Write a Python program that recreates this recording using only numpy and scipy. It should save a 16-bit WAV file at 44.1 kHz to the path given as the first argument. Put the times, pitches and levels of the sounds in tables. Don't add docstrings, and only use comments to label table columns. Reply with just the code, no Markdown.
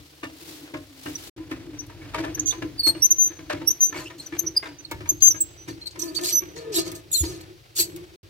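import sys
import numpy as np
from scipy import signal
from scipy.fft import rfft, irfft, next_fast_len
from scipy.io import wavfile
from scipy.ndimage import uniform_filter1d, map_coordinates

SR = 44100
rng = np.random.default_rng(int(sys.argv[2]) if len(sys.argv) > 2 else 0)


def file_out(sig):
    cols = np.atleast_2d(sig).T
    lim = np.clip(cols, -1, 1)
    pcm = np.round(lim * 32767).astype(np.int16)
    wavfile.write(sys.argv[1], SR, pcm)


N = 365985
TIME = np.arange(N) / SR

# frequency in Hz, mean level in dB.
FAR_HUM = [(75, -62.5), (143, -65)]
# frequency in Hz, density in dB.
AIR_SPECTRUM = [(20, -13.5), (35, -3.5), (70, 1), (140, -4), (215, -8.5), (350, 6.5), (1000, -11.5),
                (2500, -4.5), (4500, -0.5), (8000, -14), (15000, -13.5)]
# peak time in seconds, half-length in seconds, level in dB.
BRUSH_STROKES = [(0.503, 0.11, -44.5), (1.071, 0.071, -44.5), (1.234, 0.075, -43)]
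# frequency in Hz, density in dB.
BRUSH_SPECTRUM = [(300, -1.5), (1500, -7), (4000, -1), (8000, -7), (13000, -8), (16000, -9)]
# start in seconds, level in dB.
TRAILER_SHIFT = (7.205, -18)
# time in seconds, crank effort as frame hum in dB, low rumble in dB.
CRANK_EFFORT = [(0.0, -50, -45), (0.08, -63.5, -69), (0.68, -43, -65), (0.88, -58.5, -64),
                (1.6, -43, -49.5), (1.88, -50.5, -46), (2.16, -38.5, -41.5), (3.32, -52, -53.5),
                (3.52, -50, -48), (3.88, -53.5, -72), (3.96, -45.5, -68), (4.88, -52.5, -52),
                (4.96, -52.5, -39), (5.52, -52, -51.5), (6.84, -41.5, -61.5), (7.08, -57.5, -54),
                (7.32, -36.5, -45), (7.64, -64.5, -55), (7.88, -45, -58), (8.28, -56.5, -49)]
# frequency in Hz, density in dB.
RUMBLE_SPECTRUM = [(20, -42.5), (45, 6), (72, 0), (115, 5), (165, -16), (220, -17), (500, -46.5)]
# frequency in Hz, level in dB, t60 in seconds.
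FRAME_MODES = [(99, -11.5, 0.44), (153.8, -8.5, 0.38), (290.3, -4, 0.42), (294, -4, 0.34), (311.4, 2, 0.22),
               (326.8, 1, 0.4), (349.5, 3, 0.16), (385, -8, 0.1), (479, -21.5, 0.43)]
# frequency in Hz, level in dB, t60 in seconds.
STEEL_MODES = [(517, -4.5, 0.22), (638.5, 5, 0.26), (734, -6.5, 0.077), (923, -1.5, 0.16), (991, 2.5, 0.21),
               (1238, 7, 0.075), (1663, 0.5, 0.18), (1759, 8, 0.075), (2070, -11.5, 0.034),
               (2245, 7, 0.086), (2360, 2, 0.058), (2786, -1, 0.1), (3670, 2.5, 0.036)]
# frequency in Hz, level in dB, t60 in seconds.
ROD_MODES = [(3690, 1.5, 0.041), (3670, -5.5, 0.14), (3900, -5, 0.29), (4130, 21, 0.006), (4170, -3, 0.18),
             (4270, 8, 0.089), (4510, 7, 0.095), (5990, 6.5, 0.11), (7200, -6, .07), (7620, -13, 0.31),
             (8000, -3, 0.096), (11600, -6, 0.059), (11800, -8.5, 0.055)]
# start in seconds, steel clank in dB, frame thud in dB.
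CRANK_KNOCKS = [(0.231, -33, -33.5), (0.739, -33.5, -28.5), (1.059, -34.5, -28), (1.376, -49.5, -32.5),
                (1.512, -35, -27), (1.73, -55, -32.5), (1.896, -46, -45), (2.016, -46, -43),
                (2.052, -49, -36), (2.136, -40, -43), (2.144, -27, -48), (2.18, -32, -24),
                (2.237, -31, -33), (2.28, -45, -40), (2.373, -42, -29), (2.524, -36, -42), (2.62, -35, -25),
                (2.868, -32.5, -26), (2.949, -42, -32), (3.304, -45.5, -37), (3.389, -45.5, -38),
                (3.498, -25, -43), (3.537, -40, -28.5), (3.614, -40.5, -31), (3.925, -37.5, -38.5),
                (3.945, -38, -36.5), (3.96, -34.5, -33), (3.983, -40, -35), (4.002, -40, -46),
                (4.1, -43, -52), (4.02, -49, -54), (4.323, -37, -31), (4.435, -49, -33.5),
                (4.627, -34.5, -44), (4.656, -35.5, -42), (4.912, -33, -35.5), (5.005, -42, -33.5),
                (5.056, -43, -47), (5.108, -50.5, -32.5), (5.344, -40.5, -35), (5.678, -40, -27),
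                (5.957, -44.5, -49), (6.185, -38.5, -35), (6.42, -43, -34), (6.563, -44, -42),
                (6.779, -46, -32), (6.865, -44.5, -34), (6.921, -47, -34.5), (7.234, -39.5, -27.5),
                (7.788, -41, -31.5), (7.931, -63, -30), (7.97, -50.5, -41)]
# frequency in Hz, density in dB.
CLANK_SPECTRUM = [(150, -24.5), (450, 13), (1000, 5.5), (2300, 7), (3500, 3.5), (6000, -2), (12000, -15),
                  (16000, -21.5)]
# frequency in Hz, density in dB.
ARMS_SPECTRUM = [(200, -15), (420, 5), (650, -3.5), (1300, 2.5), (2400, 1), (4000, -17.5), (12000, -34.5)]
# time in seconds, slip rate in Hz, level in dB.
SCREW_GROANS = [
    [(5.98, 340.3, -41), (6.05, 341, -27), (6.11, 314.6, -29.5), (6.15, 338.8, -42.5), (6.23, 349, -23),
     (6.33, 366, -37), (6.38, 345, -52)],
    [(6.54, 449, -42), (6.58, 467, -35), (6.708, 451, -29), (6.736, 402.3, -31.5), (6.75, 351.6, -22.5),
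     (6.788, 337.4, -12), (6.812, 353.5, -28.5), (6.872, 337.4, -31), (6.93, 318, -33.5), (7.01, 315, -43)],
    [(7.24, 350, -29), (7.3, 359.7, -37), (7.47, 353, -60)],
]
# frequency in Hz, gain in dB.
BUZZ_SPECTRUM = [(500, -2), (650, -9.5), (1100, -7.5), (4000, -2)]
# start in seconds, level in dB.
SOCKET_TICKS = [(1.511, -42.5), (1.866, -45), (2.237, -64), (2.618, -63), (4.913, -27.5), (6.917, -31),
                (7.962, -34)]
# start in seconds, rise in seconds, fall in seconds, level in dB,
# treble against the body in dB.
STEEL_SCRAPES = [(2.469, 0.0053, 0.052, -30, -6.5), (2.86, 0.013, 0.013, -24, -21),
                 (3.82, 0.012, 0.019, -34, -1), (3.93, 0.058, 0.098, -42.5, 0.5),
                 (4.179, 0.0064, 0.12, -44, -5), (5.202, 0.0065, .012, -31, -26),
                 (5.674, 0.0064, 0.065, -40.5, -10.5), (5.804, 0.01, 0.019, -47, -16),
                 (5.859, 0.016, 0.0096, -42.5, 3.5), (5.906, 0.0054, 0.011, -38, -30),
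                 (5.987, 0.0088, 0.09, -36, 7), (6.144, 0.0083, 0.07, -32.5, -8),
                 (6.209, 0.0039, 0.017, -37, -3.5), (6.222, 0.03, 0.06, -27, -1),
                 (6.255, 0.048, 0.043, -27, -3), (6.554, 0.0099, 0.067, -39.5, -29.5),
                 (6.715, 0.033, 0.015, -27.5, -12), (6.742, 0.054, 0.026, -20.5, -12),
                 (6.84, 0.041, 0.027, -33, -11), (6.943, 0.014, 0.027, -38, 5),
                 (7.119, 0.02, 0.12, -36.5, 10.5), (7.2, 0.065, 0.1, -36, -13.5),
                 (7.404, 0.011, 0.005, -43.5, 0.5), (7.751, 0.018, 0.046, -26, 5),
                 (7.776, 0.03, 0.034, -21.5, 1.5)]
# frequency in Hz, density in dB.
SCRAPE_SPECTRUM = [(500, -34), (1600, -16.5), (2700, -6), (3600, -1.5), (4250, 6.5), (4900, 0), (6150, -1),
                   (7000, -2), (9500, -11.5), (16000, -21.5)]
# frequency in Hz, density in dB.
TREBLE_SPECTRUM = [(2000, -23.5), (5000, -31), (6800, 3), (7700, 6.5), (8600, 4), (9700, -5), (11600, 4),
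                   (13000, 6.5), (16000, -9)]
# start in seconds, length in seconds, first Hz, last Hz, level in dB,
# left minus right in dB, roughness from 0 to 1, overtones against the tone in dB.
THREAD_SQUEAKS = [(1.153, 0.0099, 5950, 5900, -25, -2, 0.23, -17),
                  (1.788, 0.023, 5950, 6050, -25.5, 8, 0.5, -24),
                  (2.346, 0.012, 6050, 6120, -26, 4.5, 0.57, -10.5),
                  (2.394, 0.0076, 6100, 6360, -16, -4, 0.7, -26),
                  (2.458, 0.056, 6330, 6150, -16.5, -7.5, 0.01, -26),
                  (2.508, 0.0069, 3700, 3750, -20.5, 1, 0.67, -14),
                  (2.779, 0.021, 4640, 4600, -36, 0, 0, -18), (2.792, 0.02, 4635, 4430, -16, 0.5, 0.3, -17),
                  (2.831, 0.077, 4366, 4300, -15, -6.5, 0.1, -12.5),
                  (2.872, 0.035, 4245, 4270, -11.5, 39, 0.15, -8.5),
                  (3.02, 0.025, 5640, 5930, -11.5, -6, 0.16, -11),
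                  (3.042, 0.021, 6130, 6110, -8, 6.5, 0.07, -11),
                  (3.104, 0.022, 6270, 6060, -8.5, -1, 0.16, -13.5),
                  (3.155, 0.025, 6100, 6150, -31, 6, 0.25, -20),
                  (3.183, 0.067, 6194, 6190, -11, 7, 0.03, -19.5),
                  (3.241, 0.039, 6167, 6190, -16.5, 1, 0.08, -14.5),
                  (3.673, 0.018, 5580, 5930, -9, -7, 0.16, -3.5),
                  (3.703, 0.014, 5790, 6120, -13, 4, 0.16, -10.5),
                  (3.805, 0.063, 6183, 6150, -12, 4, 0.15, -11),
                  (3.869, 0.03, 6230, 6200, -23.5, -2, 0, -24),
                  (3.925, 0.011, 1740, 1740, -33.5, -3, 0.26, -25),
                  (3.943, 0.013, 2250, 2180, -31, -5, 0.5, -22),
                  (4.056, 0.028, 2670, 2900, -34.5, 0, 0.77, -14),
                  (4.098, 0.031, 987, 990, -45, 8, 0.1, -11),
                  (4.197, 0.013, 4080, 4250, -32, -1, 0.44, -5.5),
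                  (4.261, 0.014, 6140, 5880, -30.5, 4.5, 0.24, -10.5),
                  (4.388, 0.017, 6260, 6270, -14, 8, 0.47, -3),
                  (4.464, 0.02, 5820, 5900, -20, -5, 0.34, -27),
                  (4.564, 0.018, 4930, 4860, -11, -2, 0.15, -18),
                  (4.785, 0.026, 6090, 6060, -38, -11.5, 0.05, -29),
                  (4.847, 0.014, 4580, 4050, -36.5, -8, 0.95, -24),
                  (5.09, 0.018, 6420, 6250, -9, 0, 0.32, -8),
                  (5.221, 0.068, 6266, 6273, -7.5, 9.5, 0.04, -13),
                  (5.296, 0.026, 6170, 5950, -13.5, -5, 0.33, -13),
                  (5.404, 0.023, 7800, 7570, -13.5, -2.5, 0.23, -11),
                  (5.576, 0.075, 5940, 6030, -44, -4, 0.03, -28),
                  (5.813, 0.023, 4160, 4240, -34, 1, 0.18, -32),
                  (5.856, 0.026, 4280, 4450, -28.5, 7, 0.9, -16.5),
                  (5.991, 0.019, 6100, 5950, -29.5, -12, 0.4, -15),
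                  (6.014, 0.021, 6000, 5900, -24.5, -14, 0.95, -18),
                  (6.077, 0.027, 4630, 4620, -36.5, -13, 0.36, -15),
                  (6.16, 0.022, 4570, 4550, -20.5, -15, 0, -16.5),
                  (6.323, 0.044, 5970, 6030, -17, -5, 0.11, -6.5),
                  (6.348, 0.047, 6115, 5933, -13, -8, 0.05, -8.5),
                  (6.757, 0.029, 3780, 3790, -18, -5, 0.5, 5.5),
                  (7.114, 0.034, 3730, 3950, -24, -2, 0.54, 15),
                  (7.128, 0.027, 3430, 3530, -18.5, 29, 0.13, 25),
                  (7.141, 0.019, 4294, 4210, -19.5, 24, 0.07, -30),
                  (7.148, 0.032, 4070, 3924, -20, -3, 0, -1),
                  (7.169, 0.051, 3580, 3466, -18.5, -4.5, 0.08, 21),
                  (7.794, 0.037, 3880, 3880, -17, 0, 0.3, 20)]
# time in seconds, lag of the left port in ms (negative: early).
LEFT_PORT_LAG = [(0, -0.26), (1.4, -0.09), (3.9, -0.053), (4.6, -0.013), (5.3, 0.3023), (6.2, 0.35),
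                 (8.3, 0.34)]
# start in seconds, end in seconds.
SILENT_SPANS = [(1.297, 1.364), (8.16, 8.231)]

LOW_CUT_HZ, TOP_HZ = 67, 16100
AIR_DB = -57.5
RUSTLE_DB, RUSTLE_UNTIL_S = -56, 1.33
FRAME_RISE_PER_S, FRAME_TUNED_AT_S, FRAME_WANDER = .016, 3.5, .03
SHUDDER_HUM_DB, SHUDDER_RUMBLE_DB, SHUDDER_T60_S = -9, -13, 0.62
GRIT_DB, GRIT_AT_DB, GRIT_DB_PER_DB = -52.5, -45.5, 0.44
RATTLES_PER_S, RATTLE_DB, RATTLE_SPREAD_DB = 0.89, -22.5, -4
BOUNCE_GAP_S, BOUNCE_DB, BOUNCE_LOSS_DB = 0.02, -9, -3
GROAN_BLUR, GROAN_BLUR_PER_S = .3, 110
BUZZ_DB = -36
CHIRPS_PER_S, CHIRP_S, CHIRP_GLIDE, CHIRP_SPREAD_DB = 4500, .018, .035, 14
SLIDE_HISS_DB = -2
FULL_GRIP_DB, SATURATES_WITHIN_DB = -8, 0.5
GRIP_WANDER_DB, GRIP_WANDERS_PER_S = 1.2, 70


def undb(db):
    return 10 ** (np.asarray(db) / 20)


def unit(x):
    return x / np.sqrt(np.mean(x ** 2))


def curves(table):
    s, *columns = np.transpose(table)
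    return [np.interp(TIME, s, c) for c in columns]


def add(out, s, x):
    i = int(s * SR)
    out[..., i:i + x.shape[-1]] += x[..., :N - i]


def walk(rate, size):
    at = np.arange(size) * rate / SR
    return map_coordinates(rng.standard_normal(8192), [at], order=2, mode="wrap")


def colour(x, spectrum):
    hz, db = np.transpose(spectrum)
    size = next_fast_len(x.shape[-1], real=True)
    freq = np.maximum(np.fft.rfftfreq(size, 1 / SR), 1)
    gain = undb(np.interp(np.log(freq), np.log(hz), db))
    return irfft(rfft(x, size) * gain, size)[..., :x.shape[-1]]


def noise(size, apart):
    return unit(rng.standard_normal(size) + apart * rng.standard_normal((2, size)))


def lean(left_minus_right_db):
    return undb([[left_minus_right_db / 2], [-left_minus_right_db / 2]])


def fade(t, t60):
    return np.exp(-np.log(1000) * t / t60)


def ring(modes, t, spread_db, apart, detune=0.0069):
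    hz, db, t60 = np.transpose(modes)[:, :, None]
    size, shift_hz, phase, skew = rng.standard_normal((4, len(modes), 1))
    turn = 2 * np.pi * hz * (1 + detune * shift_hz) * t + np.pi * phase
    share = undb(db + spread_db * size)
    swing = share * fade(t, t60) / np.sqrt(np.sum(share ** 2))
    return np.array([np.sum(swing * np.sin(turn + side * apart * skew), axis=0) for side in (1, -1)])


def convolve(x, response):
    return signal.fftconvolve(np.atleast_2d(x), response, axes=1)[:, :N]


def outdoors(apart=7.2, lean_db=2.0):
    air = unit(colour(noise(N, apart=1.0), AIR_SPECTRUM)) * undb(AIR_DB + walk(1.0, N))
    hum = 0
    for hz, db in FAR_HUM:
        hum = hum + undb(db + 2 * walk(0.94, N)) * np.sqrt(2) * np.sin(2 * np.pi * hz * TIME)
    brush = unit(colour(noise(N, apart) * undb(2 * walk(150, N)), BRUSH_SPECTRUM))
    strokes = sum(undb(db) * np.exp(-((TIME - s) / half) ** 2) for s, half, db in BRUSH_STROKES)
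    sweeps = (undb(RUSTLE_DB) + strokes) * (TIME < RUSTLE_UNTIL_S)
    return air + hum + brush * sweeps * lean(lean_db)


def shift(boom_hz=75, rise_s=0.0082, t60=0.16, boom_db=8):
    out = np.zeros(N)
    t = np.arange(int(SR / 2)) / SR
    start, db = TRAILER_SHIFT
    envelope = (1 - np.exp(-t / rise_s)) * fade(t, t60)
    add(out, start, undb(db + boom_db) * np.sin(2 * np.pi * boom_hz * t) * envelope)
    return out


def frame_pitch(s):
    return 1 + FRAME_RISE_PER_S * (s - FRAME_TUNED_AT_S)


def shudder():
    power = np.zeros(N)
    t = np.arange(SR) / SR
    for s, _, frame_db in CRANK_KNOCKS:
        add(power, s, (undb(frame_db) * fade(t, SHUDDER_T60_S)) ** 2)
    return np.sqrt(power)


def rattles(effort, t60=.12):
    out = np.zeros(N)
    t = np.arange(int(SR / 2)) / SR
    for when, size in rng.random((int(RATTLES_PER_S * N / SR), 2)):
        db = effort[int(when * N)] + RATTLE_DB + RATTLE_SPREAD_DB * size
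        add(out, when * N / SR, undb(db) * fade(t, t60))
    return out


def turning(drone_db=1, rumble_db=1, grain_db=4.0):
    effort, rumble = curves(CRANK_EFFORT)
    shaking = shudder()
    t = np.arange(int(SR / 2)) / SR
    slips = rng.standard_normal(N) * undb(grain_db * walk(30, N))
    hum = convolve(slips, ring(FRAME_MODES, t, spread_db=2, apart=0.16) * fade(t, t60=0.24))
    bent = np.cumsum(frame_pitch(TIME) * (1 + FRAME_WANDER * walk(9, N)))
    frame = unit(np.array([np.interp(bent, np.arange(N), port, period=N) for port in hum]))
    grinding = unit(colour(noise(N, apart=1.0) * undb(2.7 * walk(100, N)), CLANK_SPECTRUM))
    body = unit(colour(noise(N, apart=.5), RUMBLE_SPECTRUM))
    grit = undb(GRIT_DB + GRIT_DB_PER_DB * (effort - GRIT_AT_DB))
    frame_level = np.hypot(undb(effort + drone_db), undb(SHUDDER_HUM_DB) * shaking)
    body_level = np.hypot(undb(rumble + rumble_db), undb(SHUDDER_RUMBLE_DB) * shaking)
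    return frame_level * frame + body_level * body + np.hypot(grit, rattles(effort)) * grinding


def contacts(t, t60, count=3):
    delays = np.cumsum(BOUNCE_GAP_S * rng.random(count))
    power = fade(t, t60) ** 2
    for k, s in enumerate(delays):
        strength = undb(BOUNCE_DB + BOUNCE_LOSS_DB * k)
        power = power + strength ** 2 * (t > s) * fade(np.abs(t - s), t60) ** 2
    return np.sqrt(power)


def knocks(steel_db=-12.5, crack_db=-14, thud_db=3, crack_t60=0.037, rattle_db=-13, rattle_t60=0.42,
           contact_s=.007, thud_rise_s=0.0067, grate_t60=0.019, steel_lean_db=3, body_db=-15, body_t60=0.14):
    out = np.zeros((2, N))
    t = np.arange(int(SR / 3)) / SR
    for s, clank_db, frame_db in CRANK_KNOCKS:
        uneven = undb(4 * walk(130, len(t)))
        rattle = (contacts(t, crack_t60) + undb(rattle_db) * fade(t, rattle_t60)) * uneven
        crack = unit(colour(noise(len(t), apart=1.0), CLANK_SPECTRUM) * rattle)
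        grate = rng.standard_normal(len(t)) * contacts(t, grate_t60)
        modes = ring(STEEL_MODES, t, spread_db=3.5, apart=0.71, detune=.045)
        steel = unit(convolve(grate, modes)[:, :len(t)] * lean(steel_lean_db))
        body = unit(colour(noise(len(t), apart=1.0), ARMS_SPECTRUM) * fade(t, body_t60))
        clank = undb(steel_db) * steel + undb(crack_db) * crack + undb(body_db) * body
        clank = clank * np.minimum(t / contact_s, 1) ** 2
        frame = ring(FRAME_MODES, t * frame_pitch(s), spread_db=2.5, apart=0.23, detune=0.0303)
        thud = frame * (1 - np.exp(-t / thud_rise_s))
        add(out, s - contact_s / 2, undb(clank_db) * clank + undb(frame_db + thud_db) * thud)
    return out


def groan(level_db=-5.5, edge_s=0.018, jitter=0.025, flutter_db=2, overtone_db=-17.5, step_db=-5):
    out, slips = np.zeros((2, N))
    for judder in SCREW_GROANS:
        hz, db = curves(judder)
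        sounding = np.clip(np.minimum(TIME - judder[0][0], judder[-1][0] - TIME) / edge_s, 0, 1)
        on = sounding > 0
        size = on.sum()
        phase = 2 * np.pi * np.cumsum(hz[on] * (1 + jitter * walk(250.6, size))) / SR
        in_phase, quadrature = walk(GROAN_BLUR_PER_S, size), walk(GROAN_BLUR_PER_S, size)
        tone = np.sin(phase) + GROAN_BLUR * (in_phase * np.sin(phase) + quadrature * np.cos(phase))
        for k in range(2, 5):
            overtone_level = overtone_db + step_db * (k - 2) + 2 * flutter_db * walk(40, size)
            tone += undb(overtone_level) * np.sin(k * phase)
        out[on] += sounding[on] * tone * undb(level_db + db[on] + flutter_db * walk(72, size))
        bursts = unit((1 + np.sin(phase)) ** 2 * rng.standard_normal(size))
        slips[on] += sounding[on] * undb(BUZZ_DB + db[on] / 2) * bursts
    t = np.arange(int(SR / 2)) / SR
    arms = ring(STEEL_MODES, t, spread_db=-3.5, apart=1.0, detune=0.017)
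    buzz = colour(convolve(slips, arms), BUZZ_SPECTRUM)
    return out + unit(buzz) * np.std(slips)


def ticks(t60=0.045, lowest_hz=2500):
    out = np.zeros((2, N))
    t = np.arange(int(SR / 10)) / SR
    highpass = signal.butter(1, lowest_hz, "high", fs=SR, output="sos")
    for s, db in SOCKET_TICKS:
        add(out, s, undb(db) * signal.sosfilt(highpass, noise(len(t), apart=0.95)) * fade(t, t60))
    return out


def chirps(sliding, apart=1.0):
    t = np.arange(int(CHIRP_S * SR)) / SR
    spots = rng.random((int(CHIRPS_PER_S * N / SR), 6))
    spots = spots[sliding[(spots[:, 0] * N).astype(int)]]
    when, pitch, slide, size, phase, skew = spots.T[:, :, None]
    glide = 1 + CHIRP_GLIDE * (slide - .5) * t / CHIRP_S
    turn = 2 * np.pi * (TOP_HZ * pitch * t * glide + phase)
    swell = undb(CHIRP_SPREAD_DB * size) * np.hanning(len(t))
    at = ((when * N).astype(int) + np.arange(len(t))).ravel()
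    out = np.zeros((2, N))
    for port, side in enumerate((1, -1)):
        chirp = swell * np.sin(turn + side * apart * (2 * skew - 1))
        out[port] = np.bincount(at, chirp.ravel(), N)[:N]
    return out / np.std(out[:, sliding])


def scrapes(body_db=-2, treble_db=-6.5, rod_db=-5, fall_db=-16):
    push, bright = np.zeros((2, N))
    for s, rise, fall, db, tilt_db in STEEL_SCRAPES:
        t = np.arange(int((rise + 2 * fall) * SR)) / SR
        swell = np.minimum(t / rise, 1) * undb(db + fall_db * np.maximum(t - rise, 0) / fall)
        add(push, s, swell)
        add(bright, s, swell * undb(tilt_db))
    sliding = push > 0
    chatter = undb(2 * walk(450, N) + 1.5 * walk(70, N))
    friction = chatter * (chirps(sliding) + undb(SLIDE_HISS_DB) * noise(N, apart=1.0))
    body = colour(friction, SCRAPE_SPECTRUM)
    treble = colour(friction, TREBLE_SPECTRUM)
    slips = undb(body_db) * push * body / np.std(body[:, sliding])
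    slips = slips + undb(treble_db) * bright * treble / np.std(treble[:, sliding])
    t = np.arange(int(SR / 2)) / SR
    rod = convolve(slips, ring(ROD_MODES, t, spread_db=-5.5, apart=0.21, detune=0.00042))
    return slips + undb(rod_db) * unit(rod) * np.std(slips)


def squeaks(edge_s=0.0022, waver=0.013, jitter=0.057, flutter_db=4, overtone_step_db=-6, arch_db=5,
            rasp_db=-24, release_t60=0.028, lead_s=0.016, lead_db=-22):
    out, rasp = np.zeros((2, N)), np.zeros(N)
    for s, length, first_hz, last_hz, db, pan_db, rough, overtone_db in THREAD_SQUEAKS:
        t = np.arange(int((lead_s + length + 0.058) * SR)) / SR - lead_s
        wander = waver * np.sqrt(abs(rough)) * walk(77.6, len(t)) + jitter * rough * walk(700, len(t))
        hz = np.interp(t, [0, length], [first_hz, last_hz]) * (1 + wander)
        phase = 2 * np.pi * np.cumsum(hz) / SR
        tone = np.sin(phase)
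        for k in range(2, 5):
            if k * first_hz < TOP_HZ:
                tone += undb(overtone_db + overtone_step_db * (k - 2)) * np.sin(k * phase)
        grip = np.interp(t, [-lead_s, 0, edge_s], [0, undb(lead_db), 1])
        grip *= fade(np.maximum(t - length + edge_s / 2, 0), release_t60)
        swell_db = arch_db * np.clip((FULL_GRIP_DB - db) / SATURATES_WITHIN_DB, 0, 1)
        arch = -swell_db * (2 * np.clip(t / length, 0, 1) - 1) ** 2
        flutter = rough * flutter_db * walk(230, len(t))
        grip *= undb(db + arch + flutter + GRIP_WANDER_DB * walk(GRIP_WANDERS_PER_S, len(t)))
        add(out, s - lead_s, unit(lean(pan_db)) * grip * unit(tone) / np.sqrt(2))
        add(rasp, s - lead_s, rough * grip)
    return out + undb(rasp_db) * rasp * unit(colour(noise(N, apart=0.61), SCRAPE_SPECTRUM))


def ports(x):
    lag = curves(LEFT_PORT_LAG)[0] * SR / 1000
    at = np.arange(N)
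    left = map_coordinates(x[0], [at - lag / 2], order=3)
    right = map_coordinates(x[1], [at + lag / 2], order=3)
    return np.array([left, right])


def scatter(x, near_db=-12, near_t60=0.1, tail_db=-24, tail_t60=0.54):
    t = np.arange(int(SR * .6)) / SR
    near = unit(rng.standard_normal((2, len(t))) * fade(t, near_t60) * (t > .003))
    tail = unit(rng.standard_normal((2, len(t))) * fade(t, tail_t60) * (t > .003))
    return x + convolve(x, (undb(near_db) * near + undb(tail_db) * tail) / np.sqrt(len(t)))


def scene():
    moan = scatter(groan(), near_db=-7.5, near_t60=0.089, tail_db=-33, tail_t60=0.54)
    structure = ports(shift() + turning() + knocks() + moan) * lean(1.0)
    screw = scatter(ports(ticks() + scrapes() + squeaks()))
    return outdoors() + structure + screw


def record(dry):
    live = np.ones(N)
    for start, end in SILENT_SPANS:
        live[int(start * SR):int(end * SR)] = 0
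    gate = uniform_filter1d(live, size=90)
    heard = signal.sosfilt(signal.butter(2, LOW_CUT_HZ, "high", fs=SR, output="sos"), dry)
    return signal.sosfilt(signal.ellip(10, .2, 80, TOP_HZ, fs=SR, output="sos"), heard * gate)


dry = scene()
out = record(dry)
file_out(out)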